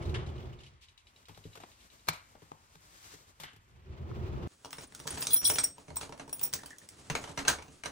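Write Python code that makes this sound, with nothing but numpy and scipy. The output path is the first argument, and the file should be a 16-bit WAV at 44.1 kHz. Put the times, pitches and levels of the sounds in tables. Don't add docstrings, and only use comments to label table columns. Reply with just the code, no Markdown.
import sys
import numpy as np
from scipy import signal
from scipy.fft import rfft, irfft, next_fast_len
from scipy.io import wavfile
from scipy.ndimage import uniform_filter1d, map_coordinates

SR = 44100
rng = np.random.default_rng(int(sys.argv[2]) if len(sys.argv) > 2 else 0)


def volts(x):
    e = np.asarray(x, float) / 20
    return 10 ** e


def file_out(sig):
    cols = np.atleast_2d(sig).T
    lim = np.clip(cols, -1, 1)
    pcm = np.round(lim * 32767).astype(np.int16)
    wavfile.write(sys.argv[1], SR, pcm)


N = 348831
T = np.arange(N) / SR
CUT_S = 4.475

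# [f/Hz, level/dB, t60/s]
SHELF_TONES = [(102.2, -4.5, 0.24), (158.3, -1.5, 0.12), (288, -1.5, 0.045), (429, 8.5, 0.028),
               (880, 4, 0.013)]
# [f/Hz, level/dB, t60/s]
DOOR_TONES = [(76.8, -17.5, 0.6), (145.3, 0.5, 0.11), (278, -7.5, 0.38), (444, -3, 0.15), (590, -2, 0.084),
              (929, 7, 0.031)]
# [f/Hz, level/dB]
CRACK_COLOUR = [(200, -29.5), (900, -3), (2200, -3.5), (4000, 0.5), (6500, 0), (9500, 2), (12500, 4),
                (16000, -13)]
# [f/Hz, level/dB]
CLOTH_COLOUR = [(1200, -26), (2200, -2), (3500, -0.5), (6000, -8.5), (9500, -11.5), (16000, -27.5)]
# [f/Hz, level/dB]
BRASS_COLOUR = [(500, -46), (1200, -3), (2500, -5), (5000, -6.5), (8000, -5), (11000, -5), (13500, -27),
                (16000, -24)]
# [f/Hz, level/dB]
BODY_COLOUR = [(30, -33), (70, 5), (140, 0), (300, -2), (600, -6.5), (1200, -11.5), (2500, -38.5),
               (15000, -72)]


def unit(x):
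    return x / np.sqrt(np.mean(x ** 2) + 1e-20)


def rise(t, rise_s):
    return 1 - np.exp(-t / rise_s)


def fade(t, t60):
    return volts(-60 * t / t60)


def along(points, hz, axis=1):
    p = np.transpose(points)
    return np.interp(np.log(hz + 1), np.log(p[0] + 1), p[axis])


def curve(*tables):
    return np.interp(T, *np.transpose(np.vstack(tables)))


def wobble(rate):
    return map_coordinates(rng.standard_normal(int(N * rate / SR) + 4), [T * rate])


def filtered(x, response):
    n = x.shape[-1]
    m = next_fast_len(n + 2048)
    return irfft(rfft(x, m) * response(np.fft.rfftfreq(m, 1 / SR)), m)[..., :n]


def noise(spectrum, grain_db, size=N):
    grain = volts(grain_db * rng.exponential(size=size))
    raw = rng.standard_normal((2, size)) * grain
    return unit(filtered(raw, lambda hz: volts(along(spectrum, hz))))


def ring(modes, scatter_db, t, damp=1, struck=False):
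    hz, db, t60 = np.transpose(modes)[:, :, None]
    gain = volts(db + scatter_db * rng.standard_normal(hz.shape)) * fade(t, damp * t60)
    start = rng.random((2, len(hz), 1))
    if struck:
        start[0] = 0
    return (gain * np.sin(2 * np.pi * (hz * t + start))).sum(1)


def add(x, s, y):
    part = x[:, round(s * SR):][:, :y.shape[1]]
    part += y[:, :part.shape[1]]


def resonances(peaks):
    def response(f):
        total = 0
        for k, (centre, width, db) in enumerate(peaks):
            drag = 1j * f * width
            total = total + (-1) ** k * volts(db) * drag / (centre * centre - f * f + drag)
        return total
    return response


def knocks(rows, wood, crack_db, thud_db, ring_db, tilt, follow, body=None, body_db=0):
    out, t = np.zeros((2, N)), np.arange(SR // 7) / SR
    for s, db, low_db, t60, hz in rows:
        octave_db = tilt + follow * np.log2(hz / 1500)
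        colour = [(f, g + octave_db * np.log2(f / 2000)) for f, g in CRACK_COLOUR]
        decay = fade(t, np.clip(t60, .01, .25)) * rise(t, 0.001) ** 2 * (1 + 1.44 * np.exp(-t / 0.0029))
        crack = volts(crack_db) * noise(colour, grain_db=1.6, size=len(t))
        crack = crack + volts(ring_db) * ring([(hz, 0, .06), (1.05 * hz, -3, .06)], 1, t)
        if body:
            seated = np.array(body) * rng.normal(1, [.04, 0, .2], (len(body), 3))
            crack = crack + volts(body_db) * ring(seated, 4, t)
        thud = volts(low_db + thud_db) * rise(t, 0.0039) ** 2 * ring(wood, 5.0, t)
        add(out, s, volts(db) * decay * crack + thud)
    return out


def slides(rows, surface):
    out, t = np.zeros((2, N)), np.arange(SR // 4) / SR
    for s, db, rise_s, t60 in rows:
        stroke = rise(t, rise_s) ** 2 * noise(surface, grain_db=1.5, size=len(t))
        add(out, s, volts(db) * fade(t, t60) * stroke)
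    return out * volts(1.7 * wobble(80))


def hands(effort, surface, grain_db, stir_db, body_db, grows, snag_db):
    effort_db = curve(effort)
    stir = wobble(30)
    snags = snag_db * np.clip((effort_db + 65) / 10, 0, 1) * wobble(170)
    rustle = unit(volts(stir_db * stir + snags) * noise(surface, grain_db))
    body = unit(volts(3.0 * stir + 0.33 * wobble(37)) * noise(BODY_COLOUR, grain_db=0.5))
    return volts(effort_db + 2.5) * rustle + volts(grows * (effort_db + 59) + body_db) * body


def wardrobe_door():
    # [t/s, speed/dB]
    roll = [
        [(0.0, -36), (0.2, -36.5), (0.504, -42.5), (0.692, -54.5), (0.87, -72.5), (0.95, -81)],
        [(3.72, -60), (3.82, -55), (3.936, -45.5), (4.1, -40.5), (4.3, -39), (4.47, -35.5)],
    ]
    # [f/Hz, width/Hz, level/dB]
    panel = [(55.6, 21, -6), (81.9, 9.9, 4), (133.2, 17.5, -2.5), (218, 23, -14), (366.3, 31, -14)]
    # [f/Hz, level/dB]
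    roller_colour = [(150, -48), (350, 21.5), (700, -9.5), (1300, 3.5), (2000, -28), (5000, -41),
                     (9000, -72), (16000, -92)]
    # [f/Hz, level/dB]
    swish_colour = [(1200, 4), (3000, 0.5), (6000, -11), (12000, -21)]
    speed_db = curve(roll[0], [(1.2, -101), (3.4, -106)], roll[1])
    bumps = wobble(28.04)
    rumble = unit(volts(2.5 * bumps) * filtered(rng.standard_normal((2, N)), resonances(panel)))
    rollers = unit(volts(1.4 * bumps + 0.9 * wobble(40)) * noise(roller_colour, grain_db=3.0))
    drag = unit(volts(0.88 * wobble(30)) * noise(BODY_COLOUR, grain_db=2.5))
    swish = volts(-32 + 2.9 * wobble(60)) * noise(swish_colour, grain_db=2.0)
    grip = volts(0.47 * (speed_db + 34.5))
    layers = rumble + grip * (volts(-11) * rollers + volts(-8.5) * drag)
    return volts(speed_db) * layers + volts(0.7 * speed_db) * swish


def door_guides():
    # [t/s, peak level/dB, ring f/Hz]
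    chatter = [(0.0243, -45, 2240), (0.054, -45.5, 3930), (0.0935, -44.5, 3890), (0.1455, -37.5, 2730),
               (0.2635, -48, 3940), (0.289, -51, 3070), (0.3411, -62, 3240), (0.364, -56, 3880),
               (0.38, -52, 2960), (0.4274, -55.5, 3270), (0.455, -55, 3300), (0.4953, -63, 2980),
               (0.5302, -55, 2960), (0.5891, -53.5, 3640), (0.604, -51, 2900), (0.634, -48.5, 3130),
               (0.663, -49, 2920)]
    out, t = np.zeros((2, N)), np.arange(2000) / SR
    for s, db, hz in chatter:
        rattle = 0.405 * fade(t, 0.15) * noise(CLOTH_COLOUR, grain_db=-10, size=2000)
        add(out, s, volts(db) * rise(t, 0.00065) * (ring([(hz, 0, .035)], 0, t) + rattle))
    return out


def bare_wood_knocks():
    # [t/s, peak level/dB, thud level/dB, t60/s, ring f/Hz]
    stops = [
        (0.141, -38, -61, 0.1, 2390),
        (1.635, -34.5, -69, 0.033, 1000),
        (2.351, -50, -57, 0.14, 694),
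        (2.517, -27, -43.5, 0.012, 840),
    ]
    return knocks(stops, SHELF_TONES, crack_db=-5.5, thud_db=-6.5, ring_db=-7.0, tilt=-9, follow=2.0)


def edge_scuffs():
    # [t/s, level/dB, rise/s, t60/s]
    scuffs = [
        (0.143, -40.5, 0.0014, 0.27),
        (3.434, -46, 0.0011, 0.34),
    ]
    # [f/Hz, level/dB]
    edge_colour = [(600, -14.5), (1500, -1), (2050, -1), (2450, -10), (3000, -0.5), (4500, -15),
                   (16000, -54)]
    return slides(scuffs, edge_colour)


def cloth_brushes():
    # [t/s, level/dB, rise/s, t60/s]
    brushes = [
        (.585, -60.5, 0.027, 0.65),
        (.805, -53.5, 0.0097, 0.26),
        (1.76, -59, 0.026, .4),
    ]
    return slides(brushes, CLOTH_COLOUR)


def leather_gloves():
    # [t/s, effort/dB]
    effort = [(0.79, -84), (1.2, -73), (1.5, -67), (1.95, -67.5), (2.31, -68), (2.61, -70), (2.9, -62.5),
              (3.05, -55.5), (3.14, -55), (3.21, -65.5), (3.36, -71.5), (3.62, -75.5), (4.4, -94)]
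    # [f/Hz, level/dB]
    leather_colour = [(500, -14.5), (1200, -1), (2500, -5), (4500, -4), (8000, -4.5), (12000, -8.5),
                      (16000, -22.5)]
    return hands(effort, leather_colour, grain_db=-3.0, stir_db=2.0, body_db=-65.5, grows=0.57, snag_db=1.0)


def ratchet():
    # [f/Hz, level/dB, t60/s]
    pawl = [(2300, -5, .016), (2930, 0, .025), (3880, 3, .035)]
    # [t/s, level/dB]
    ticks = [
        (.885, -55.5),
        (1.5, -57),
        (2.1, -62.5),
    ]
    out, t = np.zeros((2, N)), np.arange(2000) / SR
    for s in ticks[0][0] + .0924 * np.arange(14):
        db = np.interp(s, *np.transpose(ticks)) + rng.normal(0, 1.0)
        scrape = 0.54 * fade(t, 0.23) * noise(CLOTH_COLOUR, grain_db=1.5, size=2000)
        add(out, s, volts(db) * (ring(pawl, 0.41, t) + scrape))
    return out


def shelf_contacts():
    # [t/s, peak level/dB, thud level/dB, t60/s, ring f/Hz]
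    contacts = [(1.283, -53, -71, 0.29, 1300), (1.293, -53, -58.5, 0.041, 760),
                (1.374, -50.5, -63.5, 0.051, 760), (1.452, -67, -47.5, .15, 940),
                (1.553, -47.5, -74, 0.1, 1020), (1.573, -48, -61, 0.063, 810),
                (1.601, -52.5, -62, 0.27, 840), (2.079, -41, -49.5, 0.14, 610),
                (2.129, -45.5, -66, 0.28, 2150), (2.419, -59.5, -55, 0.27, 960),
                (2.754, -48.5, -61, 0.023, 1520), (3.138, -63, -58, 0.06, 4560),
                (3.399, -45.5, -64, 0.28, 3420), (3.434, -41.5, -63, 0.065, 2120),
                (3.5315, -61, -68, 0.099, 2540), (3.5614, -56.5, -66, 0.068, 2560)]
    return knocks(contacts, SHELF_TONES, crack_db=-1.0, thud_db=9.5, ring_db=-5, tilt=-5.5, follow=1.0)


def glove_stud():
    # [t/s, peak level/dB, thud level/dB, t60/s, ring f/Hz]
    hits = [
        (2.0705, -47, -64, 0.043, 4540),
        (2.085, -19, -59, 0.045, 3400),
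        (2.0885, -26, -50.5, .04, 3550),
    ]
    # [f/Hz, level/dB, t60/s]
    stud = [(1270, -3, .05), (1607, 3, 0.059), (2260, -1.5, 0.055), (3540, -1, 0.025), (4330, 2, .03),
            (5300, -5, .04)]
    return knocks(hits, SHELF_TONES, crack_db=-5, thud_db=10.5, ring_db=-32, tilt=-5.0, follow=.9,
                  body=stud, body_db=-5)


def turning_hand():
    # [t/s, effort/dB]
    effort = [(4.6, -71.5), (4.7, -73), (4.83, -59.5), (4.9, -65.5), (5.02, -59), (5.14, -52),
              (5.24, -53.5), (5.42, -53.5), (5.48, -46.5), (5.62, -52), (5.76, -67.5), (6.05, -62.5),
              (6.25, -68.5), (6.45, -55.5), (6.79, -63.5), (7.05, -60), (7.3, -58), (7.8, -69.5)]
    return hands(effort, BRASS_COLOUR, grain_db=-2.0, stir_db=4.0, body_db=-57.5, grows=1.0, snag_db=3.0)


def key_contacts(key_tones):
    # [t/s, click level/dB]
    jangle = [(4.706, -37.5), (4.7289, -27), (4.77, -44), (4.8083, -38), (4.993, -40.5), (5.07, -28.5),
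              (5.0749, -22), (5.1041, -29), (5.18, -32), (5.2076, -36), (5.224, -19.5), (5.3038, -28.5),
              (5.3303, -29.5), (5.342, -31), (5.3622, -49), (5.442, -45), (5.45, -31.5), (5.4757, -26),
              (5.4991, -14.5), (5.5844, -14), (5.635, -25), (5.641, -34), (5.958, -34.5), (5.9672, -24.5),
              (6.205, -50), (6.294, -37.5), (6.328, -30.5), (6.4124, -35), (6.4294, -29.5), (6.536, -16.5),
              (6.7048, -38)]
    # [t/s, click level/dB, thud level/dB]
    pins = [(4.647, -32.5, -41), (4.6553, -34.5, -39), (4.7835, -32.5, -37), (4.9223, -41.5, -48.5),
            (4.9484, -32, -56), (4.9993, -33.5, -41.5), (5.0556, -47, -33), (5.1667, -35, -39),
            (5.1742, -28, -35.5), (5.218, -25, -38.5), (5.251, -31, -50), (5.269, -16, -34),
            (5.502, -42.5, -29.5), (5.5571, -22.5, -36.5), (5.7812, -40, -40), (6.0114, -30, -39),
            (6.031, -32, -35), (6.0926, -38.5, -36), (6.1764, -42, -48), (6.278, -40, -39),
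            (6.3938, -32, -75), (6.4416, -39, -41), (6.5283, -30, -51), (6.5914, -41, -71),
            (6.634, -36, -41), (6.659, -31, -88), (6.7833, -36.5, -83), (6.888, -34.5, -66)]
    muted_db = [-21, -24.5, -23, -50, -20, -24]
    out, t = np.zeros((2, N)), np.arange(SR // 9) / SR
    for s, db, low_db in [(s, db, db - 17.5) for s, db in jangle] + pins:
        octave_db = 0.35 * (low_db - db + 23.5)
        colour = [(f, g - octave_db * np.log2(f / 2000) + rng.normal(0, 4)) for f, g in CRACK_COLOUR]
        snap = fade(t, 0.024) * rise(t, 0.00069) ** 2 * (1 + 1.44 * np.exp(-t / 0.0012))
        click = volts(db - 6.5) * snap * noise(colour, grain_db=1.5, size=len(t))
        links = volts(db - 13) * ring(rng.uniform([1200, -9, .012], [10500, 0, .028], (9, 3)), 2, t)
        held = sum(volts(db + g) * ring(key, 4.1, t, damp=0.04) for g, key in zip(muted_db, key_tones))
        thud = volts(low_db - 11.5) * ring(DOOR_TONES, 1.45, t)
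        add(out, s, click + rise(t, 0.00085) * (links + held + thud))
    return out


def free_keys(key_tones):
    # [t/s, level/dB, t60/s, free time/s]
    low_swings = [
        [(5.361, -40.5, 0.85, 0.1), (5.442, -29.5, 0.91, 0.038), (5.499, -25, 0.15, 0.019),
         (5.536, -37, .5, 0.019), (5.586, -31.5, .3, 0.03), (5.641, -20.5, 0.058, .02),
         (5.655, -44, 0.26, 0.11), (5.967, -53, .2, 0.055), (6.33, -31.5, 0.033, .03),
         (6.43, -36.5, 0.15, 0.095)],
        [(5.305, -38.5, .5, 0.018), (5.334, -33, 0.086, 0.028), (5.362, -33, 0.082, .02),
         (5.451, -27, 0.19, 0.017), (5.481, -39.5, 0.25, 0.033)],
        [(5.206, -37.5, .15, 0.028), (5.442, -31.5, 0.94, 0.068), (5.499, -32, .15, .04),
         (5.55, -47, .3, 0.027), (5.585, -25.5, .12, 0.055), (5.641, -16.5, 0.036, .02),
         (5.655, -46, 0.48, 0.13), (5.967, -28, 0.075, .07), (6.43, -37, 0.18, .07)],
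    ]
    # [t/s, level/dB, t60/s, free time/s]
    high_swings = [
        [(4.76, -57, 0.63, 0.08), (4.8677, -57, 0.12, 0.018), (5.105, -31, 0.042, 0.028), (5.206, -45, .1, .02),
         (5.226, -32, .06, 0.018), (5.252, -47, .9, 0.064), (5.305, -39, .5, 0.031),
         (5.332, -27.5, 0.16, 0.024), (5.362, -27.5, 0.14, .07), (5.451, -27, 0.3, 0.077),
         (5.54, -43, .3, 0.038), (5.585, -35, .08, .03), (5.638, -23.5, 0.064, .03), (5.967, -49, .1, .02),
         (6.328, -40, 0.17, 0.083), (6.43, -37, 0.23, .04)],
        [(5.105, -45, 0.082, .03), (5.206, -26, .1, .03), (5.332, -17, 0.12, 0.027), (5.362, -23, 0.23, 0.054),
         (5.443, -24, 1, 0.08), (5.535, -27, 0.22, 0.037), (5.585, -34, .12, .04), (5.638, -18, 0.055, 0.018),
         (5.96, -37, .15, .025), (6.328, -22, 0.058, .04), (6.43, -31.5, .15, .06)],
        [(4.707, -50, 0.18, .1), (4.81, -59, .2, .1), (5.1817, -34, .15, .025), (5.206, -41, .15, 0.018),
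         (5.224, -37, .12, .04), (5.305, -32, .5, .025), (5.3325, -12, .2, 0.0022), (5.3425, -6, 0.04, .012),
         (5.361, -24, 0.1, .07), (5.451, -22, .3, .07), (5.53, -39, .4, .05), (5.584, -46, .15, .03),
         (5.636, -30, 0.11, .1), (5.958, -30, 0.067, .1), (6.327, -36, 0.18, .08), (6.413, -32, .3, .02),
         (6.43, -22, 0.12, .08), (6.536, -30, .1, .08), (7.1, -55, .3, .05), (7.152, -51, 0.21, .09),
         (7.375, -57, 0.23, .06), (7.48, -31, 0.1, .09), (7.622, -65, 0.36, .08), (7.84, -63, .4, .07)],
    ]
    song, t = np.zeros((2, N)), np.arange(SR // 9) / SR
    for key, swings in zip(key_tones, low_swings + high_swings):
        twist = volts(2.2 * wobble(180))
        for s, db, t60, free_s in swings:
            touched = fade(np.maximum(t - free_s, 0), 0.028)
            swell = rise(t, .0016) * touched * np.resize(twist[round(s * SR):], len(t))
            add(song, s, volts(db) * swell * ring(key, 1.5, t, t60, struck=True))
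    return song


def key_ring():
    # [f/Hz, level/dB, share of ring time]
    key_tones = [
        [(5614, 0, 1)],
        [(3343, -3, 1), (3520, -6, .7), (4030, -2, .6), (4900, -5, .6), (5150, -11, .5)],
        [(8303, 0, 1), (6966, -12, .6), (8480, -10, .5)],
        [(9123, 0, 1), (9441, -2, 1), (8969, -8, .7), (8720, -5, .8), (9290, -9, .5), (8600, -12, .5)],
        [(9805, -6, 1), (9960, -8, .6), (10250, -9, .5), (10700, -11, .5), (14550, -5, 1.2)],
        [(15447, -2, 1), (15495, -3, 1), (14550, -13, 1), (15340, -13, 1), (15600, -11, 1.2)],
    ]
    contacts, song = key_contacts(key_tones), free_keys(key_tones)
    hall_share = .3
    return contacts + hall_share * song, (1 - hall_share) * song


def key_slides():
    # [t/s, level/dB, rise/s, t60/s]
    strokes = [
        (4.775, -41, 0.0098, 0.11),
        (6.005, -39, 0.004, 0.17),
        (7.385, -58, 0.01, 0.067),
    ]
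    return slides(strokes, BRASS_COLOUR)


def lock_bolts():
    # [t/s, peak level/dB, thud level/dB, t60/s, ring f/Hz]
    bolts = [(5.881, -41, -47, 0.054, 705), (5.903, -36.5, -41, 0.031, 573), (6.123, -33, -45, 0.046, 1050),
             (6.196, -33, -43, 0.1, 596), (7.099, -22.5, -41.5, 0.076, 1900),
             (7.134, -46, -44.5, 0.017, 2400), (7.151, -20.5, -65, 0.073, 2260),
             (7.239, -32, -49, 0.078, 2950), (7.274, -38, -56, 0.3, 900), (7.293, -38, -42, 0.028, 3970),
             (7.3745, -25.5, -40.5, 0.13, 2050), (7.388, -26.5, -38, 0.13, 2170),
             (7.4494, -32, -44.5, 0.29, 1400), (7.476, -23, -60, .05, 1510),
             (7.48, -10, -36.5, 0.077, 6480), (7.488, -21.5, -39, 0.19, 2380), (7.585, -38, -60, 0.38, 520),
             (7.622, -38.5, -66, 0.05, 5900), (7.68, -46.5, -55, 0.071, 1060),
             (7.8355, -29.5, -52, 0.053, 2210), (7.85, -34.5, -57, 0.065, 8900),
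             (7.857, -24.5, -45.5, 0.068, 1570), (7.862, -31, -59, 0.033, 6090)]
    # [f/Hz, level/dB, t60/s]
    lock_case = [(1610, -2, 0.044), (2200, -1, 0.049), (2820, -3, 0.066), (4125, -2, 0.044),
                 (6090, 1, 0.05), (7000, -9, 0.029), (8900, -5.5, 0.04)]
    return knocks(bolts, DOOR_TONES, crack_db=-10.0, thud_db=0.5, ring_db=-11.5, tilt=-7, follow=1.4,
                  body=lock_case, body_db=-14)


def lock_spring():
    # [t/s, level/dB]
    pings = [
        (6.589, -38),
        (6.632, -39),
        (6.708, -35),
        (6.73, -37),
        (6.816, -43.5),
    ]
    out, t = np.zeros((2, N)), np.arange(2000) / SR
    for s, db in pings:
        add(out, s, volts(db) * rise(t, 0.0014) * ring([(1795, -2.5, 0.027), (1900, -20, .03)], 0, t))
    return out


def room(x, decays, wet_db):
    hz, _, z = signal.stft(x[0], SR, nperseg=256)
    keep = volts(-120 * 128 / SR / along(decays, hz))
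    power = np.array([signal.lfilter([0, 0, 1 - k], [1, -k], p) for k, p in zip(keep, np.abs(z) ** 2)])
    fresh = signal.stft(rng.standard_normal((2, N)), SR, nperseg=256)[2]
    tail = signal.istft(np.sqrt(power) * fresh / np.std(fresh), SR, nperseg=256)[1][:, :N]
    return x + volts(wet_db) * tail


def ports(pair, table, pan=1):
    side = np.array([[1], [-1]])

    def turn(hz):
        return np.arccos(np.clip(along(table, hz), 0, 1)) / 2

    def lean(hz):
        level = volts(pan * side * along(table, hz, axis=3) / 2)
        return level * np.exp(-.5j * side * along(table, hz, axis=2))

    shared = filtered(pair[0], lambda hz: lean(hz) * np.cos(turn(hz)))
    return shared + filtered(pair[1], lambda hz: side * lean(hz) * np.sin(turn(hz)))


def thin_treble(x, mid_db, side_db, faint_db, attack_db):
    hz, _, z = signal.stft([x[0] + x[1], x[0] - x[1]], SR, nperseg=1024)
    bands = np.abs(z[:, :512]).reshape(2, 32, 16, -1) ** 2
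    mood = volts(14 * uniform_filter1d(rng.standard_normal(bands[:, :, 0].shape), size=10, axis=-1))
    power = mood * np.abs(uniform_filter1d(bands.mean(2), size=3, axis=-1))
    power = np.pad(np.repeat(power, 16, axis=1), [(0, 0), (0, 1), (0, 0)])
    hz = hz[:, None]
    whole = power[:, 40:200].mean((0, 1))
    top = bands[:, 12:].mean((0, 1, 2))
    steady = top < volts(2 * attack_db) * np.roll(top, 1)
    faint = (hz > 9600) & (power < volts(2 * faint_db) * whole) | (hz > 15900)
    weak_mid = (hz > 9600) & (power[0] < volts(2 * mid_db) * power[1])
    weak_side = (hz > 1800) & (power[1] < volts(2 * side_db) * power[0])
    dropped = steady & (faint | np.array([weak_mid, weak_side]))
    mid, side = signal.istft(z * ~dropped, SR, nperseg=1024)[1][:, :N]
    return np.array([mid + side, mid - side]) / 2


def scene():
    # [f/Hz, t60/s]
    bedroom = [(200, 0.068), (2000, 0.47), (10000, 0.034)]
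    hall = [(200, 0.47), (2000, 0.17), (10000, 0.17)]
    # [f/Hz, likeness, left lag/rad, left-right level/dB]
    shelf_ports = [(60, .96, 0, 0), (600, .52, -.5, 4.5), (1400, .55, -3, 3), (2400, .4, -6.3, 0),
                   (5500, .2, -9, 3), (7800, .65, -9.5, 6), (11000, .83, -9.3, 0), (15500, .8, -6.3, 0)]
    door_ports = [(100, .98, 0, 0), (800, .5, .9, -2), (2200, .35, .3, 0), (5000, .3, .7, 0),
                  (6600, .95, .2, 0), (9200, .88, 1.6, 0), (10800, .97, 2.8, 0), (14000, .97, 3.5, 0),
                  (15500, .92, 4.3, 0)]
    # [f/Hz, level/dB]
    hum_colour = [(25, -20), (50, 7), (120, -1.5), (300, -50), (1000, -10), (3000, -17.5), (8000, -44),
                  (16000, -52)]
    hiss_colour = [(300, -9), (1500, -2), (6000, 0.5), (16000, -3)]
    hum = noise(hum_colour, grain_db=1)

    hits = bare_wood_knocks() + edge_scuffs() + cloth_brushes() + ratchet() + shelf_contacts() + glove_stud()
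    shelf = room(hits, bedroom, wet_db=-10) + leather_gloves()
    rolling = wardrobe_door() + door_guides() + volts(-68) * hum
    before = ports(shelf, shelf_ports) + ports(rolling, shelf_ports, pan=0)

    jangle, song = key_ring()
    lock = jangle + key_slides() + lock_bolts() + lock_spring()
    door = room(lock, hall, wet_db=-4.0) + song + turning_hand()
    air = volts(-76.0) * hum + volts(-69.5) * noise(hiss_colour, grain_db=0)
    return np.where(T < CUT_S, before, ports(door + air, door_ports))


def top_cut(x):
    return signal.sosfilt(signal.butter(12, 16970, fs=SR, output="sos"), x)


def record(dry):
    thin = thin_treble(dry, mid_db=-8.5, side_db=-9, faint_db=-17.5, attack_db=8.5)
    return top_cut(thin)


dry = scene()
out = record(dry)
file_out(out)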